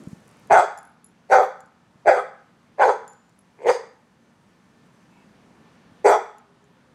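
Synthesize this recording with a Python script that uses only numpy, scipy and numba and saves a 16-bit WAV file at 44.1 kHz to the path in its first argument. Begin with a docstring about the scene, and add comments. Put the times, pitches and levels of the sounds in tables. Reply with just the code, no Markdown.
"""A dog gives six hoarse single barks in a paved, fenced yard: rough fold pulses and gated breath through moving resonances.
Two wall slaps and a scattered noise tail send each bark back.
Collar tags ring on decaying sines, claws tick as noise bursts, air bumps the microphone in short low swings.
Far birds coo (sines) and call (narrow noise); a machine hums on wavering lines over banded outdoor noise and a breeze.
Gain control lifts the quiet and ducks it all under loud sound."""
import sys
import numpy as np
from scipy import signal
from scipy.io import wavfile
from scipy.ndimage import uniform_filter1d, minimum_filter1d
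from numba import njit

SR = 44100
rng = np.random.default_rng(int(sys.argv[2]) if len(sys.argv) > 2 else 0)


def inscribe(sig):
    """Save sig as 16-bit PCM at rate SR to the path in sys.argv[1].

    A 1-D sig is mono; a 2-D sig holds one channel per row.
    Samples are clipped to [-1, 1] before scaling.
    """
    pcm = np.round(np.clip(np.atleast_2d(sig).T, -1, 1) * 32767)
    wavfile.write(sys.argv[1], SR, pcm.astype(np.int16))


N = 306054


def undb(db):
    """Amplitude ratio of a level in dB."""
    return 10 ** (np.asarray(db) / 20)


def unit(x):
    """Scale to rms 1."""
    return x / np.sqrt(np.mean(x ** 2))


@njit
def svf(x, g, k):
    """State-variable band-pass with a moving centre, gain 1 there."""
    y, b, l = np.empty(len(x)), 0., 0.
    for i in range(len(x)):
        v = (b + g[i] * (x[i] - l)) / (1 + g[i] * (g[i] + k[i]))
        b = 2 * v - b
        l = l + 2 * g[i] * v
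        y[i] = k[i] * v
    return y


def band(x, hz, width_hz):
    """A resonance applied twice, so that its skirts are steep."""
    g = np.zeros(len(x)) + np.tan(np.pi * hz / SR)
    k = np.zeros(len(x)) + np.pi / 2 * width_hz / hz  # widened: two passes narrow the band
    return svf(svf(x, g, k), g, k)


@njit
def hold(x, fall):
    """Jumps up with the input and sinks back slowly."""
    y, e = np.empty(len(x)), 0.
    for i in range(len(x)):
        e = max(x[i], e * fall)
        y[i] = e
    return y


def walk(rate_hz, size=N):
    """Random levels held 1 / rate_hz s and smoothed twice; spread near 1."""
    k = int(SR / rate_hz)
    steps = np.repeat(rng.standard_normal(size // k + 1), k)
    return 1.3 * uniform_filter1d(uniform_filter1d(steps, k), k)[:size]


def add(out, start_s, x):
    """Mix x in at start_s."""
    i = int(start_s * SR)
    out[i:i + len(x)] += x[:N - i]


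def breath(hiss, size, tilt_db_per_octave, palate_hz):
    """Breath turbulence in fixed bands; lips and tongue never rest, so each flickers and drifts."""
    # breath resonances: f/Hz, width/Hz, level/dB before tilt
    breath_bands = [(2960, 600, -5.5), (4060, 310, -6.5), (4704, 380, -1.5), (5300, 1000, -2),
                    (6290, 790, 0.5), (7698, 840, -1), (8460, 1200, -11), (12240, 1900, -14.5)]
    air = 0
    for hz, width_hz, db in breath_bands:
        flicker, drift = walk(60, size=size), walk(25, size=size)
        level_db = db + tilt_db_per_octave * np.log2(hz / palate_hz) + 3.7 * flicker
        air = air + undb(level_db) * unit(band(hiss, hz * (1 + 0.026 * drift), width_hz))
    return unit(air)


def bark(row, effort):
    """Uneven fold pulses and cycle-gated air noise pass through the moving throat."""
    # nose resonances while the third resonance is at rest: f/Hz, width/Hz, level/dB
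    nose_bands = [(2007, 370, 0), (2395, 420, 0)]
    # second resonance, nose, palate: gain per mouth opening [dB/dB]
    with_mouth = (0.5, 0.49, .8)
    # second resonance, nose, palate: gain from start to end of a bark [dB]
    with_time_db = (-0.5, -10, 10.5)
    # first, second, third resonance: width/Hz
    throat_width_hz = (146.8, 161.5, 190)
    second_sag_hz, third_sag_hz, sag_curve = 30, 390, 0.83  # the jaw closes fast at first
    roughness, rough_end = .58, .12  # 0-1, and what the tiring folds add at the end
    growl_hz, growl_glide_s = 67.93, .03
    palate_hz, palate_width_hz = 3365, 180
    nose_rest_hz = 1480

    fold_hz, sag_hz, f1_start, f1_end, f2_mid, f3_start, chest_db, ribs_db, *colour_db, tilt_db, growl_s = row
    point_s, *columns = np.transpose(effort)
    start_s, end_s = point_s[0], point_s[-1]
    size = SR // 2
    t = start_s + np.arange(size) / SR
    level_db, mouth_db, air_db = (np.interp(t, point_s, c) for c in columns)
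    since_growl_s = t - start_s - growl_s
    done = np.clip(since_growl_s / (end_s - start_s - growl_s), 0, 1)

    # folds
    tense = np.clip(since_growl_s / growl_glide_s + (growl_s == 0), 0, 1)
    hz = growl_hz + tense * (fold_hz - sag_hz * done - growl_hz)
    rough = np.clip(roughness + rough_end * done ** 2, 0, 1)
    cycles = np.cumsum(hz * (1 + .16 * rough * walk(150, size=size))) / SR
    count, phase = cycles.astype(int), cycles % 1
    cycle_db = 3.5 * rough * rng.standard_normal(200)[count]
    pulses = np.diff(count, prepend=0) * undb(cycle_db) * np.sqrt(SR / hz)
    noise = rng.standard_normal(size)
    hiss = unit(noise * np.exp(-phase / 2.0))
    leak = rough * np.maximum(1, 100 / hz)  # slack folds in a slow growl let more air through
    source = pulses + 0.86 * leak * hiss

    # throat
    f1 = f1_start + (f1_end - f1_start) * done
    f2 = f2_mid - second_sag_hz * (done - .5)
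    f3 = f3_start - third_sag_hz * done ** sag_curve
    second_db, nose_db, palate_db = (
        c + m * mouth_db + d * (done - .5) for c, m, d in zip(colour_db, with_mouth, with_time_db))
    w1, w2, w3 = throat_width_hz
    voice = unit(band(source, f1, w1))
    voice -= undb(second_db) * unit(band(source, f2, w2))
    voice += undb(mouth_db) * unit(band(source, f3, w3))
    voice += undb(chest_db) * unit(band(source, 435, 92))

    # nose
    closing_mouth = (f3 / nose_rest_hz) ** .65  # nose bands sink more slowly than the third resonance
    nose = 0
    for k, (nose_hz, width_hz, db) in enumerate(nose_bands):
        nose = nose + (-1) ** k * undb(db) * unit(band(source, nose_hz * closing_mouth, width_hz))
    voice -= undb(nose_db) * unit(nose)

    # little leaves the mouth under the chest tone or over the nose band
    mouth_filter = signal.cheby2(5, 22, (305, 2870), "bandpass", fs=SR, output="sos")
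    voice = signal.sosfilt(mouth_filter, voice)
    voice += undb(ribs_db) * unit(band(noise, 200, 140))  # low rumble through the ribs

    air = undb(air_db) * breath(hiss, size, tilt_db, palate_hz)
    air += undb(palate_db) * unit(band(source, palate_hz, palate_width_hz))
    opening = np.clip((t - start_s) / 0.01, 0, 1)
    closing = np.exp(-np.maximum(t - end_s, 0) / 0.012)  # the folds stop
    return (voice + air) * undb(level_db) * opening * closing


def yard_tail():
    """What walls, fence and paving scatter back: noise bands, each dying at its own pace."""
    # scattered bands: f/Hz, width/Hz, energy re direct sound/dB, t60/s
    yard_bands = [(422, 250, -13, .38), (648, 370, -18.5, 0.19), (1030, 400, -12.5, 0.5),
                  (1458, 610, -14.5, 0.61), (2102, 710, -8, 0.45), (3470, 250, -5.5, 0.5),
                  (4800, 4500, -9, 0.45), (8000, 9600, -8, 0.25)]
    t = np.arange(SR) / SR
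    rise = 1 - np.exp(-t / 0.004)
    tail = np.zeros(SR)
    for hz, width_hz, db, t60_s in yard_bands:
        decaying = band(rng.standard_normal(SR), hz, width_hz) * rise * undb(-60 * t / t60_s)
        tail += undb(db) * np.sqrt(width_hz / SR ** 2 * np.pi) * unit(decaying)
    return tail


def dog():
    """The barks, their slap echoes and the yard's scattered tail."""
    # one row a bark: fold rate/Hz, its sag/Hz, first resonance start/Hz, end/Hz, second mid/Hz,
    # third start/Hz, chest/dB, ribs/dB, second/dB, nose/dB, palate/dB, breath tilt/(dB/octave), growl/s
    barks = [(196.3, -8, 620, 560, 784, 1640, -4.5, -42, 9, -12, -25, -1, 0.00026),
             (275.6, 38, 560, 530, 797, 1580, -7, -37, 3.6, -14, -31.5, .6, 0.00082),
             (282.7, 31, 608, 500, 780, 1620, -8, -42, .2, -13.5, -28.5, -.3, 0.0002),
             (305, 60, 613, 465, 875, 1680, -5, -37, 5.5, -14.5, -28.5, -4.5, 0.00035),
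             (244.7, 5, 478, 496, 900, 1560, -20, -28.5, 0.21, -9, -33, -4.5, .07),
             (222.4, 11, 467, 720, 847, 1530, -2, -39.5, 4.3, -10.5, -23.5, 3, 0)]
    # one curve a bark: t/s, level/dB, mouth opening (third resonance re level)/dB, breath re level/dB
    efforts = [
        [(.497, -21.5, -17, -38.5), (.521, -12, -2, -19), (.56, -23, 2, -19), (.595, -19, 1, -18.5),
         (.615, -32, -2, -15.5), (.64, -29.5, -8, -18)],
        [(1.288, -35.5, -30, -36.5), (1.302, -27.5, -20, -27), (1.324, -11.5, -4.5, -21),
         (1.354, -15.5, -4.5, -24), (1.402, -21, -9, -31), (1.44, -25, -3, -23.5)],
        [(2.048, -42, -28, -32), (2.058, -27.5, -26, -39), (2.082, -6, -5.5, -28.5), (2.11, -15, -15.5, -31.5),
         (2.154, -23, -9, -26.5), (2.2, -29.5, 2, -21.5)],
        [(2.774, -43.5, -22, -37), (2.8, -18.5, -15, -30), (2.828, -17, 0.5, -22.5), (2.872, -21, -20, -26),
         (2.896, -18.5, -6, -22.5), (2.93, -32, -12, -26.5)],
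        [(3.575, -55, -20, -42.5), (3.627, -44.5, -22.5, -21), (3.649, -29, -30, -35),
         (3.67, -17.5, -28, -24.5), (3.699, -10, -13, -27), (3.72, -25, -20.5, -19), (3.75, -40.5, -14, -5)],
        [(6.041, -19.5, -28, -34), (6.063, -14, -12, -19.5), (6.109, -16, -6.5, -19.5),
         (6.147, -22.5, -1, -23.5), (6.189, -26.5, -22.5, -40.5), (6.2, -47, -8.5, -34)],
    ]
    # slaps from far walls: delay/s, level/dB
    echoes = [(.058, -20.5), (.14, -33.5)]
    dry = np.zeros(N)
    for row, effort in zip(barks, efforts):
        add(dry, effort[0][0], bark(row, effort))
    out = dry.copy()
    for delay_s, db in echoes:
        add(out, delay_s, undb(db) * dry)
    return out + signal.fftconvolve(dry, yard_tail())[:N]


def crack(hz, peak_db):
    """A hard tap: about a millisecond of noise around hz."""
    t = np.arange(SR // 100) / SR
    x = band(rng.standard_normal(len(t)) * np.exp(-t / .0011), hz, 3500)
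    return undb(peak_db) * x / np.abs(x).max()


def collar_tags():
    """Each clink is a crack and two decaying modes, the upper one beating."""
    # clinks: t/s, crack/dB, low mode/dB, high mode/dB, share of the free ring time
    clinks = [(0.7758, -39, -46, -53, 0.21), (.7873, -42, -70, -54, 0.34), (.83, -49, -74, -62, 0.79),
              (.852, -52, -78, -59, 1), (1.044, -50.5, -63, -49.5, 0.53), (1.6054, -41.5, -59, -63, .2),
              (1.6597, -52, -71, -71, .2), (3.0788, -38, -51.5, -58, 1.0), (3.1337, -48, -60, -72, 0.46),
              (3.2942, -57.5, -85, -84, .2), (3.3897, -54, -82, -58.5, .4),
              (6.3833, -52, -54.5, -59.5, 0.085), (6.6419, -58, -72, -76, 0.2)]
    low_hz, high_hz, beat_hz = 7060, 10847, 44
    low_t60_s, high_t60_s = 0.42, 0.23  # ringing free
    out, t = np.zeros(N), np.arange(SR // 3) / SR
    low = np.sin(2 * np.pi * low_hz * t)
    high = np.sin(2 * np.pi * high_hz * t) * (1 + 0.91 * np.cos(2 * np.pi * beat_hz * t))
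    for start_s, crack_db, low_db, high_db, ring in clinks:
        add(out, start_s, crack(6960, crack_db))
        add(out, start_s, low * undb(low_db - 60 * t / (ring * low_t60_s)))
        add(out, start_s, high * undb(high_db - 60 * t / (ring * high_t60_s)))
    return out


def claws():
    """Claws tick on the paving as cracks; fainter random ones are grit under the paws."""
    # clearest ticks: t/s, level/dB
    ticks = [(.0371, -58), (.0845, -53), (.2044, -62), (0.28, -50.5), (0.2912, -57), (.3125, -58),
             (0.37, -59), (0.473, -53.5)]
    tick_hz, grit_db, grit_until_s = 8500, -64, .46
    out = np.zeros(N)
    for start_s, db in ticks:
        add(out, start_s, crack(tick_hz, db))
    for when, pitch, level in rng.random(size=(8, 3)):
        add(out, when * grit_until_s, crack(tick_hz * (0.84 + 0.5 * pitch), grit_db + 6 * (level - .5)))
    return out


def microphone_bumps():
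    """Air bumps are short low swings of the membrane: two damped modes with a soft onset."""
    # bumps: t/s, peak level/dB
    bumps = [(0.072, -33), (0.13, -34.5), (1.635, -50), (1.956, -49), (1.993, -58), (3.94, -58),
             (5.759, -54.5), (5.861, -52.5), (5.92, -49)]
    # membrane modes: f/Hz, level/dB, t60/s
    membrane_modes = [(182.7, 7, 0.016), (430, -19, 0.025)]
    out, t = np.zeros(N), np.arange(SR // 3) / SR
    swing = sum(undb(db - 60 * t / t60_s) * np.sin(2 * np.pi * hz * t) for hz, db, t60_s in membrane_modes)
    swing = swing * (1 - np.exp(-t / 0.011))
    for start_s, db in bumps:
        add(out, start_s, undb(db) * swing / np.abs(swing).max())
    return out


def far_coos():
    """Faint far coos: plain sines under half-sine envelopes."""
    # coos: t/s, length/s, f/Hz, level/dB
    coos = [(6.44, 0.14, 404, -61.5), (6.58, 0.16, 411, -64.5), (6.74, 0.072, 515, -67),
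            (6.86, 0.086, 516, -64)]
    out, t = np.zeros(N), np.arange(SR // 3) / SR
    for start_s, length_s, hz, db in coos:
        envelope = np.sin(np.pi * np.clip(t / length_s, 0, 1))
        add(out, start_s, undb(db) * np.sin(2 * np.pi * hz * t) * envelope)
    return out


def far_call():
    """One soft swell of three narrow noise bands."""
    # call bands: f/Hz, width/Hz, level/dB
    call_bands = [(920, 90, -67), (2240, 95, -74.5), (2595, 92, -71)]
    centre_s, length_s = 5.18, 0.066
    swell = np.exp(-((np.arange(N) / SR - centre_s) / length_s) ** 2)
    noise = rng.standard_normal(N)
    return swell * sum(undb(db) * unit(band(noise, hz, width_hz)) for hz, width_hz, db in call_bands)


def machine_hum():
    """A machine's steady lines, each wavering in level."""
    # lines: f/Hz, mean rms level/dB
    hum_lines = [(177.6, -74), (236.9, -73), (1771, -82.5), (6191, -93)]
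    t, out = np.arange(N) / SR, np.zeros(N)
    for hz, db in hum_lines:
        out += np.sqrt(2) * undb(db + 2.8 * walk(13.0)) * np.sin(2 * np.pi * hz * t)
    return out


def breeze():
    """Low buffeting and leaf rustle: two noise bands with fluttering levels."""
    # breeze: t/s, low buffeting/dB, leaf rustle/dB
    breeze_curve = [(0, -53, -73.5), (.12, -57.5, -75), (.3, -78, -79), (.5, -65.5, -78.5),
                    (1, -71.5, -86.5), (5, -69.5, -81.5), (5.7, -65.5, -89.5), (6.1, -74, -92.5),
                    (6.94, -66.5, -91)]
    t = np.arange(N) / SR
    point_s, low_db, leaf_db = np.transpose(breeze_curve)
    buffeting = unit(band(rng.standard_normal(N), 220, 110.47))
    rustle = unit(band(rng.standard_normal(N), 6500, 5000))
    out = buffeting * undb(np.interp(t, point_s, low_db) + 1.0 * walk(25))
    return out + rustle * undb(np.interp(t, point_s, leaf_db) + 1.6 * walk(56))


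def outdoor_noise():
    """Third-octave-spaced noise bands that swell together and flicker alone."""
    # spectrum shape: f/Hz, relative density/(dB per Hz)
    air_spectrum = [(15, -59), (25, -31), (45, -14), (80, -12.5), (175, -1.5), (354, -13.5), (503, -11),
                    (607, -15.5), (962, -13.5), (1840, -21), (5730, -32.5), (6380, -35.5), (9320, -38),
                    (16000, -54.5)]
    out, swell = 0, walk(1.0)
    point_hz, density_db = np.transpose(air_spectrum)
    for hz in 28 * 2 ** np.arange(0, 9.3, 1 / 3):
        db = np.interp(np.log(hz), np.log(point_hz), density_db) + 0.48 * swell + 1.1137 * walk(17)
        out = out + undb(db) * band(rng.standard_normal(N), hz, hz / 4)
    return unit(out) * undb(-61.5)


def scene():
    """The dog, its small sounds, the far birds and the background, as one channel."""
    near = dog() + collar_tags() + claws() + microphone_bumps()
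    far = far_coos() + far_call() + machine_hum() + breeze() + outdoor_noise()
    return (near + far)[None]


def record(dry):
    """Gain control drops on loud sound and creeps back; a limiter holds the peaks; the top is cut."""
    lift_db, duck_from_db, recover_s = 7.5, -39, 1.3
    ceiling, top_hz, lopsided = .72, 15900, .045
    loud = np.clip(uniform_filter1d(np.abs(dry[0]), size=256) / undb(duck_from_db) - 1, 0, 1)
    duck = uniform_filter1d(hold(loud, np.exp(-1 / (recover_s * SR))), size=512)
    x = dry * undb(lift_db * (1 - duck))
    x = x + lopsided * x ** 2  # an uneven input stage puts a thump under loud sound
    x = signal.sosfilt(signal.butter(2, 55, "highpass", fs=SR, output="sos"), x)
    limit = np.minimum(1, ceiling / (np.abs(x) + 1e-9))
    x = x * uniform_filter1d(minimum_filter1d(limit, size=129), size=129)
    return signal.sosfilt(signal.ellip(8, .2, 70, top_hz, fs=SR, output="sos"), x)


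dry = scene()
out = record(dry)
inscribe(out)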